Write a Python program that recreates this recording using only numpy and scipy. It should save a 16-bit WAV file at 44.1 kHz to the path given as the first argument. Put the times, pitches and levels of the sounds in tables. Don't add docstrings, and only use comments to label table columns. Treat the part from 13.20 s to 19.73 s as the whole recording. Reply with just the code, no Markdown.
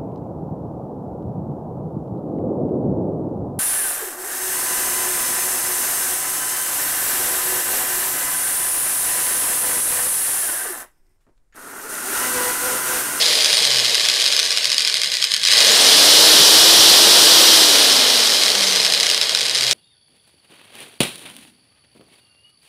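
import sys
import numpy as np
from scipy import signal
from scipy.io import wavfile
from scipy.ndimage import uniform_filter1d

SR = 44100
rng = np.random.default_rng(int(sys.argv[2]) if len(sys.argv) > 2 else 0)


def dump_mix(stems):
    frames = np.atleast_2d(stems).T
    limited = np.clip(frames, -1, 1)
    pcm = np.round(limited * 32767).astype(np.int16)
    wavfile.write(sys.argv[1], SR, pcm)


def voltage_ratio(decibels):
    exponent = np.asarray(decibels, float) / 20
    return 10 ** exponent


N = 288061
POWER_ON_S, POWER_OFF_S = 2.256, 4.281
TOP_TURNS_PER_S = 337


def rms_one(x):
    return x / np.sqrt(np.mean(x ** 2) + 1e-20)


def in_time(rows):
    s, value = np.transpose(rows)
    return np.interp(np.arange(N) / SR, s, value)


def drift(rate):
    r = np.exp(-80 * np.pi * rate / SR)
    slow = signal.lfilter([1], [1, -2 * r, r * r], rng.standard_normal(N // 40 + 2002))[2000:]
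    return np.interp(np.arange(N) / 40, np.arange(len(slow)), rms_one(slow))


def decay(x, decay_s, gain=1):
    return signal.lfilter([gain], [1, -np.exp(-1 / (decay_s * SR))], x + 1e-18)


def resonance(x, hz, width_hz):
    r = np.exp(-np.pi * width_hz / SR)
    poles = [1, -2 * r * np.cos(2 * np.pi * hz / SR), r * r]
    return signal.lfilter(np.array([1, 0, -1]) * (1 - r * r) / 2, poles, x + 1e-18)


def bandpass(x, order, low_hz, high_hz):
    return signal.sosfilt(signal.butter(order, [low_hz, high_hz], "band", fs=SR, output="sos"), x)


def banded_noise(spectrum, patchy_db):
    hz, level_db = np.transpose(spectrum)
    edges = hz[0] * 2 ** np.arange(0, np.log2(hz[-1] / hz[0]), 1 / 3)
    together, white = drift(3.4), rng.standard_normal((2, N))
    out = 0
    for k, (low, high) in enumerate(zip(edges, edges[1:])):
        colour_db = np.interp(np.log(low * high) / 2, np.log(hz), level_db)
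        flicker_db = patchy_db * (0.44 * together + drift(22))
        out = out + voltage_ratio(colour_db + flicker_db) * bandpass(white[k % 2], 2, low, high)
    return rms_one(out)


def coast(start_turns_per_s, s):
    equal_turns_per_s, rate_per_s = 171, .2125
    return equal_turns_per_s * np.tan(np.arctan(start_turns_per_s / equal_turns_per_s) - rate_per_s * s)


def speed_lack(s):
    surge_share, surge_s, settle_s = .332, .099, .4
    surge = (1 + s / surge_s) * np.exp(-s / surge_s)
    return surge_share * surge + (1 - surge_share) * np.exp(-s / settle_s)


def rotor():
    t, start_turns_per_s = np.arange(N) / SR, 163.5
    on_s, off_s = np.maximum(t - POWER_ON_S, 0), np.maximum(t - POWER_OFF_S, 0)
    restart = coast(start_turns_per_s, POWER_ON_S)

    def rise(s):
        return TOP_TURNS_PER_S - (TOP_TURNS_PER_S - restart) * speed_lack(s)

    powered = (t > POWER_ON_S) & (t < POWER_OFF_S)
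    coasting = np.where(t <= POWER_ON_S, coast(start_turns_per_s, t),
                        coast(rise(POWER_OFF_S - POWER_ON_S), off_s))
    speed = np.where(powered, rise(on_s), coasting)
    return speed, uniform_filter1d(powered * speed_lack(on_s), size=800, origin=399)


# time [s], level [dB].
NEARNESS = [(0, 3.5), (.6, 3), (1.15, 5), (1.3, 3), (2.2, 4), (2.5, 1.8), (3.2, 0.46), (4.3, -0.57),
            (5.0, -0.5), (5.8, -1.9), (6.3, -3.5), (6.53, 3.5)]


def level(speed, torque, full_db, halving_db, torque_db, near_share):
    slowing_db = halving_db * np.log2(TOP_TURNS_PER_S / speed)
    return full_db - slowing_db + torque_db * torque + near_share * in_time(NEARNESS)


def wheel_angle(speed):
    pinion_teeth, wheel_teeth, high_side_s = 10, 59, (2.14, 6.015)
    turns = np.cumsum(speed) / SR
    first, second = turns[(np.array(high_side_s) * SR).astype(int)]
    zero = np.where(np.arange(N) < POWER_OFF_S * SR, first, second)
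    return 2 * np.pi * (turns - zero) * pinion_teeth / wheel_teeth


# centre [Hz], width [Hz], level for a knock [dB], level for the rattle [dB].
HOUSING = [(1124, 104, -11.5, -9), (1490, 104, -3, -9), (1812, 463, -2.5, -2.5), (2480, 990, -3, -2),
           (3217, 453, 3, 3.5), (3950, 443, 4, 4.5), (4992, 790, 6.5, 3.5), (5400, 800, 5.5, -4),
           (6320, 475, -2.5, -5.5), (7040, 290, -7, -3.5), (8370, 1360, -8.5, -9.5), (9720, 690, -5.5, -7),
           (10830, 2800, -15, -13.5)]


def housing(blows, column):
    rings = 0
    for k, (x, mode) in enumerate(zip(blows, HOUSING)):
        rings = rings + (-1) ** k * voltage_ratio(mode[column]) * resonance(x, *mode[:2])
    return bandpass(rings, 2, 900, 10650)


def rattle(speed, rattle_db):
    t, mains_hz, runout_db, mains_db = np.arange(N) / SR, 50, 1.1, 1.5
    powered = (t > POWER_ON_S) & (t < POWER_OFF_S)
    swing_db = runout_db * np.log2(TOP_TURNS_PER_S / speed) * np.cos(wheel_angle(speed))
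    swing_db += mains_db * powered * np.cos(4 * np.pi * mains_hz * t)
    swing_db += 0.5 * drift(45)
    born = rng.random(N) < 41 * speed / SR
    sizes = voltage_ratio(2.5 * np.minimum(rng.exponential(1, N), 3)) * rng.choice([-1, 1], N)
    contacts = born * sizes / np.sqrt(speed) * voltage_ratio(swing_db)
    rubbing = .5 * rng.standard_normal(N)
    return voltage_ratio(rattle_db) * rms_one(housing([rms_one(contacts) + rubbing] * len(HOUSING), 3))


# time [s], peak level [dB].
HARD_KNOCKS = [(0.2449, 0), (0.2579, 1), (0.3287, 0), (0.3696, 0), (0.4509, 0), (0.7447, -1),
               (0.7519, -1), (0.8859, 1), (0.8984, -1), (0.9388, -3), (1.062, -1), (1.1243, 0),
               (1.1648, -1), (1.1914, 0), (1.1974, 0), (1.3728, -2), (1.4436, -2), (1.4541, -1),
               (1.517, -1), (1.5808, -1), (1.6487, -3), (1.6741, 0), (1.7414, 0), (1.8163, -1),
               (1.8337, -2), (2.0248, -1), (2.0408, 1), (2.1171, -3), (2.1385, 0), (2.164, -4),
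               (2.2333, -3), (2.2503, -2), (2.2847, 0), (2.3156, 1), (2.3344, 1), (2.3864, 1),
                   (2.4044, 1), (2.4473, 1), (5.235, -1), (5.2804, 0), (5.3014, -1), (5.3517, -2),
                   (5.5593, 0), (5.6481, -1), (5.664, 0), (5.7224, 0), (5.7364, -1), (5.7997, 1),
                   (5.8074, -1), (5.8306, 0), (5.8995, 0), (5.9125, -1), (5.9454, 1), (5.9768, -3),
                   (6.0132, 1), (6.0935, -2), (6.1484, 1), (6.4088, -3), (6.4664, -3), (6.5106, 0)]


def knock_times(speed, torque):
    knocks_per_s, jitter_turns, spread_db, top_db = 80, .16, 2.3, -8
    wheel_swing_db, torque_db, meshed_s = 2.0, 6.0, 2.75
    turns = np.cumsum(speed) / SR
    count = int(turns[-1])
    luck = rng.random(count)
    jitter, size = rng.standard_normal((2, count))
    at = np.interp(np.arange(count) + .5 + jitter_turns * jitter, turns, np.arange(N)).astype(int)
    swing_db = wheel_swing_db * np.log2(TOP_TURNS_PER_S / speed) * (np.cos(wheel_angle(speed)) - .5)
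    usual_db = level(speed, torque, full_db=-6.5, halving_db=1.3, torque_db=torque_db, near_share=0.2)
    peak_db = (usual_db + swing_db)[at] + spread_db * size
    peak_db = np.minimum(peak_db, top_db + torque_db * torque[at])
    hard_s, hard_db = np.transpose(np.array(HARD_KNOCKS))
    s = at / SR
    free = np.abs(s[:, None] - hard_s).min(axis=1) > .005
    loose = (s < meshed_s) | (s > POWER_OFF_S)
    keep = free & loose & (luck < knocks_per_s / speed[at])
    return np.r_[s[keep], hard_s + .001], np.r_[peak_db[keep], hard_db - 3.2]


def knocks(s, peak_db):
    gain_db, bounce_s, bounce_db = 4, .0009, -2
    at = np.clip(((s - .0007) * SR).astype(int), 18, N - 99)
    draws = rng.standard_normal((len(s), len(HOUSING) + 2))
    strengths = voltage_ratio(peak_db + gain_db) * voltage_ratio(1.5 * draws[:, 2:]).T
    bounce = at + (bounce_s * SR * (1 + .1 * draws[:, 0])).astype(int)
    blows = np.zeros((len(HOUSING), N))
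    blows[:, at] = strengths
    blows[:, at - 18] = .2 * strengths
    blows[:, bounce] = strengths * voltage_ratio(bounce_db + 1.5 * draws[:, 1])
    shiver = decay(blows.mean(axis=0), .003, .02)
    blows += shiver * rng.standard_normal(N)
    unit_peak = np.abs(housing([signal.unit_impulse(512)] * len(HOUSING), 2)).max()
    return housing(blows, 2) / unit_peak


# delay [s], level [dB].
ECHOES = [(.0024, -12), (.0066, -12), (.0095, -15)]


def room(x):
    t60_s, tail_db, wall_cut_hz = .3, -13, 4500
    out, dull = x.copy(), np.exp(-2 * np.pi * wall_cut_hz / SR)
    for delay_s, level_db in ECHOES:
        lag = round(delay_s * SR)
        out[lag:] += voltage_ratio(level_db) * x[:-lag]
    for k, lag in enumerate((rng.uniform(0.0098, .035, 8) * SR).astype(int)):
        loop, gain, state = x.copy(), voltage_ratio(-60 * lag / SR / t60_s), [0.]
        for i in range(lag, N, lag):
            back, state = signal.lfilter([gain * (1 - dull)], [1, -dull], loop[i - lag:i], zi=state)
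            loop[i:i + lag] += back[:N - i]
        out += voltage_ratio(tail_db) * (loop - x) * (-1) ** k
    return out


def gears(speed, torque):
    knock_room_share = .55
    blows = knocks(*knock_times(speed, torque))
    rattle_db = level(speed, torque, full_db=-9.5, halving_db=4.5, torque_db=8.5, near_share=0.64)
    to_room = voltage_ratio(-7.0) * rattle(speed, rattle_db) + knock_room_share * blows
    return room(to_room) + (1 - knock_room_share) * blows


# frequency [Hz], density [dB per Hz].
ROAR = [(15, -61), (25, -78), (64, -26), (231, -10.5), (325, -8), (374, -3), (438, -2.5), (884, -5),
        (2090, -7.5), (2220, -35), (3000, -8), (3900, -30), (6600, -120)]


def fan_roar(roar_db):
    return voltage_ratio(roar_db + 2.0) * banded_noise(ROAR, patchy_db=0.13)


# centre [Hz], width [Hz], level over the roar when coasting [dB].
SHELL = [(462, 43, -1), (602, 91, 1)]


def shell(speed, roar_db):
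    coasting = np.clip(1.2 - speed / speed.max(), 0, 1)
    out = 0
    for hz, width_hz, level_db in SHELL:
        hollow = rms_one(resonance(rng.standard_normal(N), hz, width_hz))
        out = out + voltage_ratio(roar_db + level_db) * coasting * hollow
    return out


# frequency [Hz], density [dB per Hz].
HISS = [(1470, -76), (2500, -19.5), (3010, -2.5), (5350, -2), (6010, -16), (7470, -8), (11600, -15.5),
        (14900, -20.5), (16000, -28)]


def fan_hiss(speed, torque):
    hiss_db = level(speed, torque, full_db=-20.5, halving_db=16, torque_db=0, near_share=1.4)
    return voltage_ratio(hiss_db + 11.5) * banded_noise(HISS, patchy_db=0.5)


def lit_db(hz, peaks):
    return sum(boost_db / (1 + (2 * (hz - top_hz) / width_hz) ** 2) for top_hz, width_hz, boost_db in peaks)


# centre [Hz], width [Hz], boost [dB].
FLOOR_PANEL = [(127, 13, 21), (150, 30, -5), (188, 35, 8)]


def hum(speed):
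    phase = 2 * np.pi * np.cumsum(speed) / SR
    hum_db = -32 - 22 * np.log2(speed.max() / speed) + lit_db(speed, FLOOR_PANEL)
    return np.sqrt(2) * voltage_ratio(hum_db + 1.5 * drift(6)) * np.sin(phase)


# cycles per turn, level at full speed [dB], loss per halving of speed [dB].
WHINES = [(32, -38, 1.5), (36, -33.5, 14), (48, -39, 11), (64, -39.5, 1.5), (96, -38, 7)]
# centre [Hz], width [Hz], boost [dB].
WHINE_PEAKS = [(4800, 900, 6), (6150, 400, 9), (9000, 450, 10), (10100, 600, 6), (11600, 500, 3),
               (15000, 6000, -11)]
# time [s], level
# [dB].
BRUSH_END = [(0, 3), (.38, 6), (.55, 3), (2.36, -1), (2.52, 12), (2.75, 2), (3.1, 4), (4.45, 4), (4.7, -2),
             (5.3, -3), (5.5, 1), (5.65, -5), (6.53, -4)]


def whines(speed):
    phase = 2 * np.pi * np.cumsum(speed) / SR
    halvings, trim_db = np.log2(speed.max() / speed), in_time(BRUSH_END)
    out = np.zeros(N)
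    for cycles, level_db, halving_db in WHINES:
        hz = cycles * speed
        line_db = level_db + trim_db - halving_db * halvings + lit_db(hz, WHINE_PEAKS) + 2.5 * drift(25)
        out += voltage_ratio(line_db) * (hz < .4 * SR) * np.sin(cycles * phase + 1.5 * drift(20))
    return np.sqrt(2) * out


# time [s], peak level [dB].
PUFFS = [
    (3.199, -23),
    (3.399, -35),
    (3.589, -28),
    (3.659, -28),
    (5.559, -42),
]


def puffs():
    starts = np.zeros(N)
    for s, peak_db in PUFFS:
        starts[round(s * SR)] = voltage_ratio(peak_db + 1)
    shape = signal.lfilter([.005], [1, -.995], decay(starts, 0.011))
    return rms_one(resonance(rng.standard_normal(N), 80, 120)) * shape


# frequency [Hz], density [dB per Hz].
BACKGROUND = [(18, -38), (30, -25), (97, 2), (183, 17), (268, -20), (400, -18), (520, -32), (880, -120)]


def background():
    return voltage_ratio(-57 - 0.5) * banded_noise(BACKGROUND, patchy_db=5.0)


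def scene():
    speed, torque = rotor()
    roar_db = level(speed, torque, full_db=-22.5, halving_db=12, torque_db=4.5, near_share=0.45)
    air = fan_roar(roar_db) + shell(speed, roar_db) + fan_hiss(speed, torque) + puffs()
    lines = hum(speed) + whines(speed)
    return np.tile(gears(speed, torque) + air + lines + background(), (2, 1))


def roll_off(x):
    return signal.sosfilt(signal.butter(12, 16340, fs=SR, output="sos"), x)


def record(dry):
    squeezed = 1.2 * np.tanh(dry / 1.2)
    cut = signal.sosfilt(signal.cheby2(24, 60, 15850, fs=SR, output="sos"), squeezed)
    return roll_off(cut)


dry = scene()
out = record(dry)
dump_mix(out)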